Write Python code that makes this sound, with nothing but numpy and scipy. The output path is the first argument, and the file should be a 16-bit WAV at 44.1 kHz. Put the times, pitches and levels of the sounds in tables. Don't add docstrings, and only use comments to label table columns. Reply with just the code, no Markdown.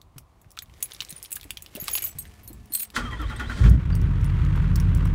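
import sys
import numpy as np
from scipy import signal
from scipy.fft import rfft, irfft, next_fast_len
from scipy.io import wavfile
from scipy.ndimage import uniform_filter1d

SR = 44100
rng = np.random.default_rng(int(sys.argv[2]) if len(sys.argv) > 2 else 0)


def log_audio(samples):
    frames = np.atleast_2d(samples).T
    limited = np.clip(frames, -1, 1)
    pcm = np.round(limited * 32767).astype(np.int16)
    wavfile.write(sys.argv[1], SR, pcm)


def volts_from_db(level):
    exponent = np.asarray(level, float) / 20
    return 10 ** exponent


N = 227011
T = np.arange(N) / SR
PUMP_ON_S = 2.15


def unit(x):
    return x / np.sqrt(np.mean(x ** 2) + 1e-20)


def curves(rows):
    s, *cols = np.transpose(rows)
    return [np.interp(T, s, c) for c in cols]


def between(start, end, fade):
    return np.clip(np.minimum(T - start, end - T) / fade, 0, 1)


def wobble(rate):
    knots = rng.standard_normal(int(N * rate / SR) + 4)
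    return np.interp(T * rate, np.arange(len(knots)), knots)


def filtered(x, response):
    m = next_fast_len(len(x) + min(len(x), 8192))
    return irfft(rfft(x, m) * response(np.fft.rfftfreq(m, 1 / SR)), m)[:len(x)]


def noise(spectrum):
    f, db = np.transpose(spectrum)
    colour = lambda hz: volts_from_db(np.interp(np.log(hz + 1), np.log(f), db, -120, -120))
    return unit(filtered(rng.standard_normal(N), colour))


def resonances(modes):
    def response(f):
        return sum((-1) ** k * volts_from_db(db) * 1j * f * w / (c * c - f * f + 1j * f * w)
                   for k, (c, w, db) in enumerate(modes))
    return response


def add(track, s, sound):
    spot = track[round(s * SR):][:len(sound)]
    spot += sound[:len(spot)]


# order in eighths of the firing rate, level in dB.
ORDERS = [(9, -29), (10, -12), (20, -11), (34, -17), (35, -33), (44, -38)]
SPECIAL_ORDERS = {13: -19, 14: -20, 15: -20, 16: -8, 17: -18, 26: -5, 32: -12}


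def firing_boom(turn):
    eighths = np.arange(9, 45)
    odd_and_high = (eighths % 2) * (eighths > 20) * (eighths < 35)
    plain_db = np.interp(eighths, *np.transpose(ORDERS)) - 5.5 * odd_and_high
    start = 2 * np.pi * rng.random(len(eighths)) * (eighths % 8 > 0)
    boom = np.zeros(N)
    for k, db, phase in zip(eighths, plain_db, start):
        order = volts_from_db(SPECIAL_ORDERS.get(k, db) + 2.5 * wobble(4)) * np.cos(k * turn / 8 + phase + .3 * wobble(5))
        if k == 26:
            order = order * (.5 + .5 * between(3.85, 5.22, 0.47))
        boom += order
    cycle = (turn - turn[round(4.33 * SR)]) / 8
    swing_level = volts_from_db(1 + 3.5 * np.cos(cycle) + 1.5 * wobble(9))
    boom = boom + swing_level * np.cos(15 * cycle + 2.3 * np.sin(cycle) + .4 * wobble(7))
    cab_top_hz = 199.5
    return unit(boom), lambda f: np.clip((cab_top_hz + 25 - f) / 40, .15, 1)


# time in seconds, firing rate in Hz, load in dB.
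ENGINE_RUN = [
    (3.56, 56, -9),
    (3.6, 58.1, 0),
    (3.66, 51.76, 7.5),
    (3.73, 62.1, 7),
    (3.78, 59.1, -0.5),
    (3.85, 44.9, -7),
    (3.9, 43.25, 0),
    (4.3, 42.7, -1),
    (4.7, 44.2, 0.5),
    (5.15, 43.94, 1),
]
# frequency in Hz, level in dB per Hz.
PANEL_COLOUR = [(170, -29), (215, -4), (300, -6.5), (470, -18), (800, -30), (1100, -49)]
# frequency in Hz, level in dB per Hz.
CLATTER_COLOUR = [(410, -25), (700, -16), (1140, -3), (1920, -7), (3320, -15), (4860, -25.5), (7500, -30),
                  (16000, -42)]
# frequency in Hz, width in Hz, level in dB.
BLOCK_MODES = [(920, 55, -3), (1294, 70, 2.5), (1504, 72, -15)]
# time in seconds, level in dB.
CLATTER_SWELL = [(3.7, -1.5), (4.15, 0), (4.6, 2), (4.85, 0.5), (5.15, 1)]


def engine():
    hz, load_db = curves(ENGINE_RUN)
    turn = 2 * np.pi * np.cumsum(hz) / SR
    tone = volts_from_db(-24.5 + 1.8 * load_db + 3.5) * np.cos(turn)
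    orders, cab_response = firing_boom(turn)
    boom = filtered(volts_from_db(-21 + 0.89 * load_db) * orders, cab_response)
    firing_size = volts_from_db(0.85 * rng.standard_normal(400))[(turn / (2 * np.pi)).astype(int)]
    pulse = firing_size * np.exp(np.cos(turn) - 1)
    panel = volts_from_db(-41 + 0.89 * load_db) * unit(noise(PANEL_COLOUR) * (1 + 0.58 * pulse))
    rattle = noise(CLATTER_COLOUR) * (1 + .6 * pulse) * volts_from_db(2.5 * wobble(300) + wobble(25))
    block = resonances(BLOCK_MODES)
    clatter = volts_from_db(-46 + 0.21 * load_db) * unit(filtered(rattle, lambda f: .6 + block(f)))
    clatter = clatter * between(3.7, 6, 0.11) * volts_from_db(curves(CLATTER_SWELL)[0])
    return (tone + boom + panel + clatter) * between(3.56, 6, 0.05)


# start in seconds, frequency in Hz, level in dB, length in seconds.
SINGS = [(3.045, 3170, -44, .04), (3.1, 3230, -44, .03), (3.3, 860, -44, .06), (3.39, 850, -44, .06),
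         (3.12, 1930, -34, .04), (3.225, 1110, -41, .04), (3.12, 3180, -47, .04), (3.32, 3220, -49, .05),
         (3.19, 300, -38, .06), (3.39, 235, -35, .09), (2.96, 238, -34, .12), (3.09, 57, -30, .2),
         (3.585, 84, -17, .09), (3.64, 185, -25, .08), (3.6, 235, -41, .2), (3.59, 340, -43, .1),
         (3.71, 650, -47, .06)]
# start in seconds, from Hz, to Hz, level in dB, length in seconds.
GROWLS = [(2.985, 1445, 1387, -34, 0.058), (3.0, 1195, 1140, -39, 0.063), (3.05, 1340, 1040, -38, 0.1),
          (3.11, 1075, 950, -37, 0.069), (3.19, 1400, 1090, -39, 0.08), (3.295, 1436, 1388, -38.5, 0.081),
          (3.3, 1300, 1060, -41, 0.072), (3.395, 1550, 1370, -34, 0.055), (3.41, 1250, 1050, -44, 0.035),
          (3.495, 1565, 1400, -38, 0.058), (3.55, 1047, 1107, -49, .06)]


def gear_songs():
    out, t = np.zeros(N), T[:SR // 4]
    for s, hz, db, length in SINGS:
        swell = np.sin(np.pi * np.clip(t / length, 0, 1)) ** 0.63
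        add(out, s, volts_from_db(db) * swell * np.sin(2 * np.pi * hz * t))
    for s, from_hz, to_hz, db, length in GROWLS:
        u = np.clip(t / length, 0, 1)
        glide = 2 * np.pi * np.cumsum(from_hz + (to_hz - from_hz) * u) / SR
        rough = np.cumsum(rng.standard_normal(len(t))) * 0.064
        add(out, s, volts_from_db(db) * np.sin(np.pi * u ** 0.53) * np.sin(glide + rough))
    return out * volts_from_db(3.2 * wobble(60))


# time in seconds, gear whine at top speed in Hz, at lowest speed in Hz,
# knock in dB, grind in dB.
STROKES = [
    (2.963, 3190, 3280, -12.5, -33),
    (3.043, 3214, 3113, -50, -42),
    (3.109, 3330, 3100, -31.5, -42),
    (3.198, 3520, 3100, -34, -41),
    (3.296, 3886, 3210, -27.5, -40.5),
    (3.396, 3900, 3170, -20, -39.5),
    (3.496, 4000, 4300, -25.5, -38),
    (3.563, 4670, 4650, -41, -39.5),
    (3.639, 4900, 4580, -23, -32),
    (3.716, 3600, 3250, -57, -49),
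]
# frequency in Hz, width in Hz, level in dB.
HOUSING = [(854, 17, -2.5), (1110, 76, -1.5), (1402, 91, 2), (1904, 216, -1.5), (2640, 150, -13.5),
           (3140, 96, -8), (233.5, 15.2, 7), (300, 15, 0)]
# frequency in Hz, level in dB per Hz.
GRIND_COLOUR = [(250, 1.5), (400, 1), (800, -7), (1500, -7), (2500, -10), (4000, -21.5), (5000, -36)]
# frequency in Hz, level in dB per Hz.
BRUSH_COLOUR = [(3000, 5.5), (4500, 1), (9500, -6), (11000, -20), (16000, -19)]
# frequency in Hz, level in dB per Hz.
SHAKE_COLOUR = [(15, -38), (40, -2.5), (60, -1), (120, -9.5), (200, -24.5), (300, -27)]


def starter():
    s, top_hz, low_hz, knock_db, peak_db = np.transpose(STROKES)
    stroke = np.interp(T, s, np.arange(len(s)))
    since_peak = stroke - 0.34
    chug = np.cos(2 * np.pi * since_peak)

    halfway = s + 0.56 * np.append(np.diff(s), .07)
    bends_s = np.ravel([s - .014, s + .014, s + .6 * (halfway - s), halfway], "F")
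    bends_hz = np.ravel([top_hz, top_hz, low_hz, low_hz], "F")
    hz = uniform_filter1d(np.interp(T, bends_s, bends_hz), size=500)
    mesh = 2 * np.pi * np.cumsum(hz * (1 + .03 * wobble(500))) / SR
    pairs = volts_from_db(3.5 * wobble(60)) * (np.sin(mesh) + .15 * np.sin(1.25 * mesh))
    whine = volts_from_db(-51.5) * pairs * between(0, 3.61, 0.027)

    stall_db = 2.5 * np.exp(-((stroke % 1 - .85) / 0.037) ** 2) * (T > s[2])
    grind_db = np.interp(since_peak, np.arange(len(s)), peak_db) + 6 * (chug - 1) / 2 - stall_db
    housing = resonances(HOUSING)
    teeth = rng.standard_normal(N) * volts_from_db(3 * wobble(250))
    grind = volts_from_db(-1.5) * unit(filtered(teeth, housing)) + volts_from_db(-3) * noise(GRIND_COLOUR)

    slam_db = 28 * np.exp(-abs(T - s[0]) / 0.052)
    hiss_db = -58.5 + 7 * (hz - 3300) / 1000 + 1.9 * chug + slam_db
    hiss = volts_from_db(hiss_db) * noise(BRUSH_COLOUR)

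    blows, t = np.zeros(N), T[:SR // 4]
    for at, db in zip(s, knock_db):
        add(blows, at, volts_from_db(db - 60 * t / 0.12) * rng.standard_normal(len(t)))
    knocks = filtered(blows, lambda f: 2.5 * housing(f) + 0.23 / (1 + (f / 5000) ** 2))
    shake = volts_from_db(-33 - 1.5 * chug) * noise(SHAKE_COLOUR) * between(2.96, 3.62, 0.0099)
    gears = (volts_from_db(grind_db) * grind + hiss + whine) * between(2.935, 3.78, 0.029)
    return gears + knocks + shake + gear_songs()


# time in seconds, bright snap in dB, plastic tick in dB, tick frequency in Hz.
FOB_KNOCKS = [(0.016, -48.5, -51.5, 3750), (0.1818, -34, -45.5, 1230), (0.5745, -46, -35.5, 1520),
              (0.589, -37, -30.5, 3760), (0.622, -37.5, -45.5, 2210), (0.826, -16.5, -36, 2460),
              (.8285, -16, -38.5, 6840), (0.9109, -47, -45, 1860), (0.9196, -51, -40, 3450),
              (0.9476, -43, -43, 3630), (1.005, -36.5, -28, 2970), (1.0206, -35, -34.5, 2290),
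              (1.049, -41, -41.5, 4480), (1.1262, -37, -41.5, 3630), (1.1793, -42, -53, 4870),
              (1.228, -29, -42, 5580), (1.249, -39.5, -44.5, 2530), (1.2582, -55, -43.5, 3250),
              (1.3563, -29.5, -47, 4670), (1.3664, -33, -38, 1600), (1.412, -39.5, -44, 3550),
              (1.4413, -37.5, -48, 2210), (1.5064, -24.5, -30, 2630), (1.5718, -34, -32.5, 3200),
              (1.6622, -42.5, -41, 2870), (1.7517, -26.5, -43.5, 2840), (1.8816, -21.5, -25.5, 2640),
              (1.9529, -21, -27.5, 2730), (1.9768, -45, -34, 2900), (2.2538, -46, -45.5, 1690),
              (2.9025, -44, -49, 2760),
              (0.184, -43, -44.5, 5450), (0.4452, -70, -57.5, 1400), (0.5701, -47, -51, 3500),
            (.6587, -64, -62, 3290), (0.6978, -60, -57.5, 2020), (0.7393, -60, -55.5, 3360),
            (.7785, -56, -61, 2260), (0.8052, -43, -55, 2180), (0.858, -36, -48, 2400),
            (.965, -62, -50, 3660), (0.993, -59, -62, 3510), (1.0096, -44, -32.5, 4000),
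            (1.028, -40, -47, 3020), (1.0876, -55, -47, 3600), (1.094, -34, -56, 4200),
            (1.1114, -46, -48, 4130), (1.2, -52, -57, 3000), (1.334, -32, -57, 4500),
            (1.359, -21, -47, 2950), (1.37, -48, -46, 2700), (1.3986, -54, -51, 2190),
            (1.431, -39, -45, 2480), (1.7597, -33, -39.5, 2600), (1.766, -34, -44, 3500),
            (1.8134, -50, -46, 4420), (1.876, -50.5, -46, 2500), (1.889, -30.5, -34.5, 3300),
            (1.913, -35, -42, 5500), (2.205, -40, -55, 3000), (2.225, -46, -52, 6040),
            (2.753, -22, -40.5, 2500), (2.803, -31, -40, 2570), (2.806, -25, -48, 2980),
            (2.825, -34, -46, 2470), (2.834, -36, -44, 2260), (3.696, -34, -63, 5000),
            (3.953, -37, -62, 5030), (4.45, -51, -50, 3940), (4.761, -44, -42, 4470)]
# time in seconds, bright snap in dB.
JINGLE = [(0.4154, -46.5), (0.9343, -33), (1.105, -25), (1.163, -46), (1.241, -32), (1.307, -33),
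          (1.318, -22.5), (1.327, -19.5), (1.34, -41), (1.623, -29), (1.841, -26), (1.856, -39),
          (1.934, -30), (1.944, -40), (1.994, -38), (2.022, -22), (2.041, -19.5), (2.0735, -24.5),
          (2.09, -35), (2.1863, -24), (2.433, -47), (2.477, -30.5), (2.5304, -37.5), (2.722, -31),
          (2.7343, -39), (2.75, -15.5), (2.7849, -38), (2.796, -23.5), (2.817, -30), (2.831, -25)]
# time in seconds, bright snap in dB.
TOUCHES = [(0.506, -48), (0.517, -45), (2.658, -51.5), (3.2165, -43.5), (3.3628, -45.5), (3.695, -39.5),
           (3.953, -38.5), (4.0154, -45), (4.213, -49), (4.2445, -41.5), (4.5594, -46.5), (4.7579, -29),
           (4.8005, -33), (4.949, -36.5), (4.974, -45.5), (5.054, -41), (5.071, -49)]


def contacts():
    grip_s = 2.1
    pairs = [(s, db, db - 23.5, 2700 if s < grip_s else 3830) for s, db in JINGLE]
    touches = [(s, db, db - 8, 5500) for s, db in TOUCHES]
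    return FOB_KNOCKS + pairs + touches


def fob():
    out, t = np.zeros(N), T[:2700]
    crack, body, wash = volts_from_db(-1.5 - 60 * t / 0.0014), volts_from_db(-60 * t / 0.019), volts_from_db(-11 - 60 * t / 0.098)
    fade = crack + body + wash
    key_hz = sorted({hz for modes in KEY_MODES.values() for hz, _ in modes if hz > 6500})
    for s, snap_db, tick_db, hz in contacts():
        a, b = rng.standard_normal((2, len(t)))
        b[0] = 11.06
        woken = rng.standard_normal(len(key_hz))
        metal = resonances([(c, 260, 5 * g - 3) for c, g in zip(key_hz, woken)])
        snap = unit(filtered(a, lambda f: 0.64 * np.clip((f - 5500) / 4000, 0, 1) + metal(f)))
        side = hz * np.exp(.3 * rng.standard_normal(2))
        shell = resonances([(hz, 0.12 * hz, 1), (side[0], 200, -2), (1.4 * side[1], 300, -4),
                            (1.81 * hz, 1500, -9), (0.6 * hz, 700, -16)])
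        tick = unit(filtered(b, shell))
        add(out, s, fade * (volts_from_db(snap_db - 4.5) * snap + volts_from_db(tick_db - 2) * tick))
    return out


KEY_MODES = {"long": [(6720, -12), (11670, 0), (15370, -6)], "short": [(6720, -12), (9790, -7), (10830, 0),
             (15370, -3)], "flat": [(4200, -18), (8350, 0), (10630, -9)], "small": [(11370, -5), (13590, 0),
             (15370, -3)], "tag": [(4200, -9), (9530, -5), (12190, 0)], "clip": [(6070, -12), (7800, 0)],
             "link": [(9530, 0)], "shell": [(2330, 0), (2950, -2)], "loop": [(4670, 0)],
             "hook": [(11370, 0), (14290, -5)], "ring": [(4250, 0)], "bead": [(6760, -14), (10830, 0),
             (11700, -5)], "eye": [(12250, -2), (14300, 0)]}
SWINGS = {"long": [(.624, -41, 0.0037), (1.84, -47, .02), (1.895, -36, 0.023), (1.914, -35, 0.029),
          (1.934, -27, 0.013), (1.953, -21, 0.0076), (1.8, -33, 0.023), (1.99, -38, 0.017),
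          (2.022, -31, 0.014), (2.04, -34, .03), (2.189, -35.5, 0.012), (2.225, -52, .008), (2.8, -40, .01),
          (2.825, -37, 0.01)], "short": [(1.933, -27.5, .012), (1.957, -30.5, 0.013), (2.07, -44, .012)],
          "flat": [(1.094, -42, .004), (2.023, -43, 0.013), (2.189, -39, .02), (2.273, -57, .01),
          (2.737, -29, 0.0032), (2.75, -22.5, .005), (2.775, -42, .015), (2.823, -37.5, 0.023),
          (3.363, -47, 0.0052), (3.954, -52, 0.018)], "small": [(2.041, -30.5, 0.035), (2.752, -31, .014),
          (2.8, -32, .0067), (2.82, -29, 0.01)], "tag": [(2.479, -45, 0.015), (2.728, -40, .019),
          (2.787, -41.5, .018)], "clip": [(2.055, -44, .015), (2.085, -44.5, 0.037)],
          "link": [(.911, -50, .003), (.934, -46, .004), (1.105, -42, 0.0031), (1.162, -40.5, 0.0032),
          (1.18, -46, .006), (1.23, -44, .004), (1.254, -52, 0.012), (1.327, -31, .004), (2.7, -54, 0.031),
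          (2.752, -32, 0.0077), (2.796, -32.5, 0.013), (4.252, -51.5, 0.0087)], "shell": [(1.842, -57, .02),
          (1.93, -52, .02), (2.0, -55, 0.011), (2.024, -47, 0.035)], "loop": [(3.923, -47, 0.024)],
          "hook": [(2.435, -55, .058), (2.722, -42, .016), (2.75, -25, .004)], "ring": [(2.722, -46, .012),
          (2.735, -50, .008), (2.751, -48, 0.0072), (2.785, -47, 0.0091), (2.82, -49, .008)],
          "bead": [(.835, -33, 0.0074), (2.025, -38, .006), (2.77, -49.5, .03)], "eye": [(2.477, -45, .008),
          (2.735, -32, .006), (2.786, -42, .006)]}


def keys():
    out, t = np.zeros(N), T[:SR // 5]
    for part, modes in KEY_MODES.items():
        for s, part_db, free in SWINGS[part]:
            for hz, mode_db in modes:
                touch, bend = [np.interp(t * 220, np.arange(45), v) for v in rng.standard_normal((2, 45))]
                damped = np.maximum(t - 2.1 * free - .006, 0)
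                decay_db = 60 * t / (0.048 + 2.63 * free) + 60 * damped / 0.036
                level = volts_from_db(part_db + mode_db + 6 - decay_db + 5 * touch) * (1 - np.exp(-t / 0.0016))
                add(out, s - .001, level * np.sin(2 * np.pi * hz * t + 1.1 * bend))
    return out


# time in seconds, peak in dB, frequency in Hz, 60 dB decay in seconds.
BUMPS = [(.16, -40.5, 141, 0.15), (.463, -44.5, 107, 0.055), (1.124, -37, 161, 0.052),
         (1.452, -45, 300, 0.086), (1.753, -27.5, 203, 0.024), (1.768, -38.5, 385, 0.059),
         (1.776, -38.5, 620, 0.072), (1.823, -27.5, 167, 0.024), (1.882, -31.5, 1103, 0.038),
         (1.89, -38, 956, 0.021), (1.954, -32, 925, 0.015), (1.978, -37, 776, 0.013),
         (2.041, -42, 1170, 0.027), (2.075, -47, 645, 0.03), (2.151, -36.5, 112, 0.099),
         (2.503, -38.5, 320, 0.063), (2.703, -45.5, 300, 0.064)]
# frequency in Hz, level in dB per Hz.
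RUB_COLOUR = [(300, 4), (1000, -6.5), (2200, -0.5), (4000, -6.5), (10000, -10), (16000, -16), (17000, -33)]
# time in seconds, rustle in dB.
MOTION = [
    (0, -83),
    (.65, -70.5),
    (.82, -56),
    (1.1, -55),
    (1.29, -60),
    (1.7, -59.5),
    (1.92, -45.5),
    (2.12, -57),
    (2.7, -63),
]


def hand():
    out, t = np.zeros(N), T[:SR // 5]
    for s, db, hz, t60 in BUMPS:
        wander = np.cumsum(rng.standard_normal(len(t))) * .004 * np.sqrt(hz)
        attack = 1 - np.exp(-t * hz / 0.32)
        add(out, s, volts_from_db(db + 4.5 - 60 * t / t60) * np.sin(2 * np.pi * hz * t + wander) * attack)
    grain = unit(noise(RUB_COLOUR) * volts_from_db(1.8 * wobble(90) + 2.77 * wobble(430)))
    tossing = between(2.72, 2.86, 0.012) + volts_from_db(-0.5) * between(1.84, 2.1, .03)
    bright = filtered(grain * volts_from_db(7.4 * wobble(120)), lambda hz: hz ** 2 / (hz ** 2 + 3360 ** 2))
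    rustle = volts_from_db(curves(MOTION)[0]) * grain * between(-1, 2.95, 0.011)
    return out + volts_from_db(-46) * unit(bright) * tossing + rustle


# frequency in Hz, level in dB.
PUMP_LINES = [(211, -56), (424, -67.5), (710, -68.5), (1740, -71.5)]


def fuel_pump():
    hum = sum(volts_from_db(db - 2 + 3.3 * wobble(30)) * np.sin(2 * np.pi * hz * T) for hz, db in PUMP_LINES)
    return hum * between(PUMP_ON_S, 3.0, .02)


# frequency in Hz, level in dB per Hz.
RUMBLE_COLOUR = [(20, -31), (40, -4), (60, -2), (100, -4), (130, -9.5), (300, -21.5), (400, -25)]
# frequency in Hz, level in dB per Hz.
HUSH_COLOUR = [(150, -39), (220, -11), (600, -7.5), (1150, -5), (1500, -18.5), (16500, -35.5)]


def cab():
    kick_db = 9 * np.exp(-abs(T - PUMP_ON_S) / .15)
    primed_db = (3.5 + kick_db) * between(PUMP_ON_S, 2.68, 0.021)
    sway_db = 0.29 * np.maximum(curves(MOTION)[0] + 58, 0)
    rumble = volts_from_db(-55 + sway_db + primed_db + 3 * wobble(14)) * noise(RUMBLE_COLOUR)
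    return rumble + volts_from_db(-65) * noise(HUSH_COLOUR)


def scene():
    return (engine() + starter() + fob() + keys() + hand() + fuel_pump() + cab())[None]


def low_pass(x):
    return signal.sosfilt(signal.butter(12, 16650, fs=SR, output="sos"), x)


def record(dry):
    band_limit = lambda hz: np.clip((16000 - hz) / 400, .03, 1) * (hz < 16600)
    mix = filtered(dry[0], band_limit)[None]
    return low_pass(mix)


dry = scene()
out = record(dry)
log_audio(out)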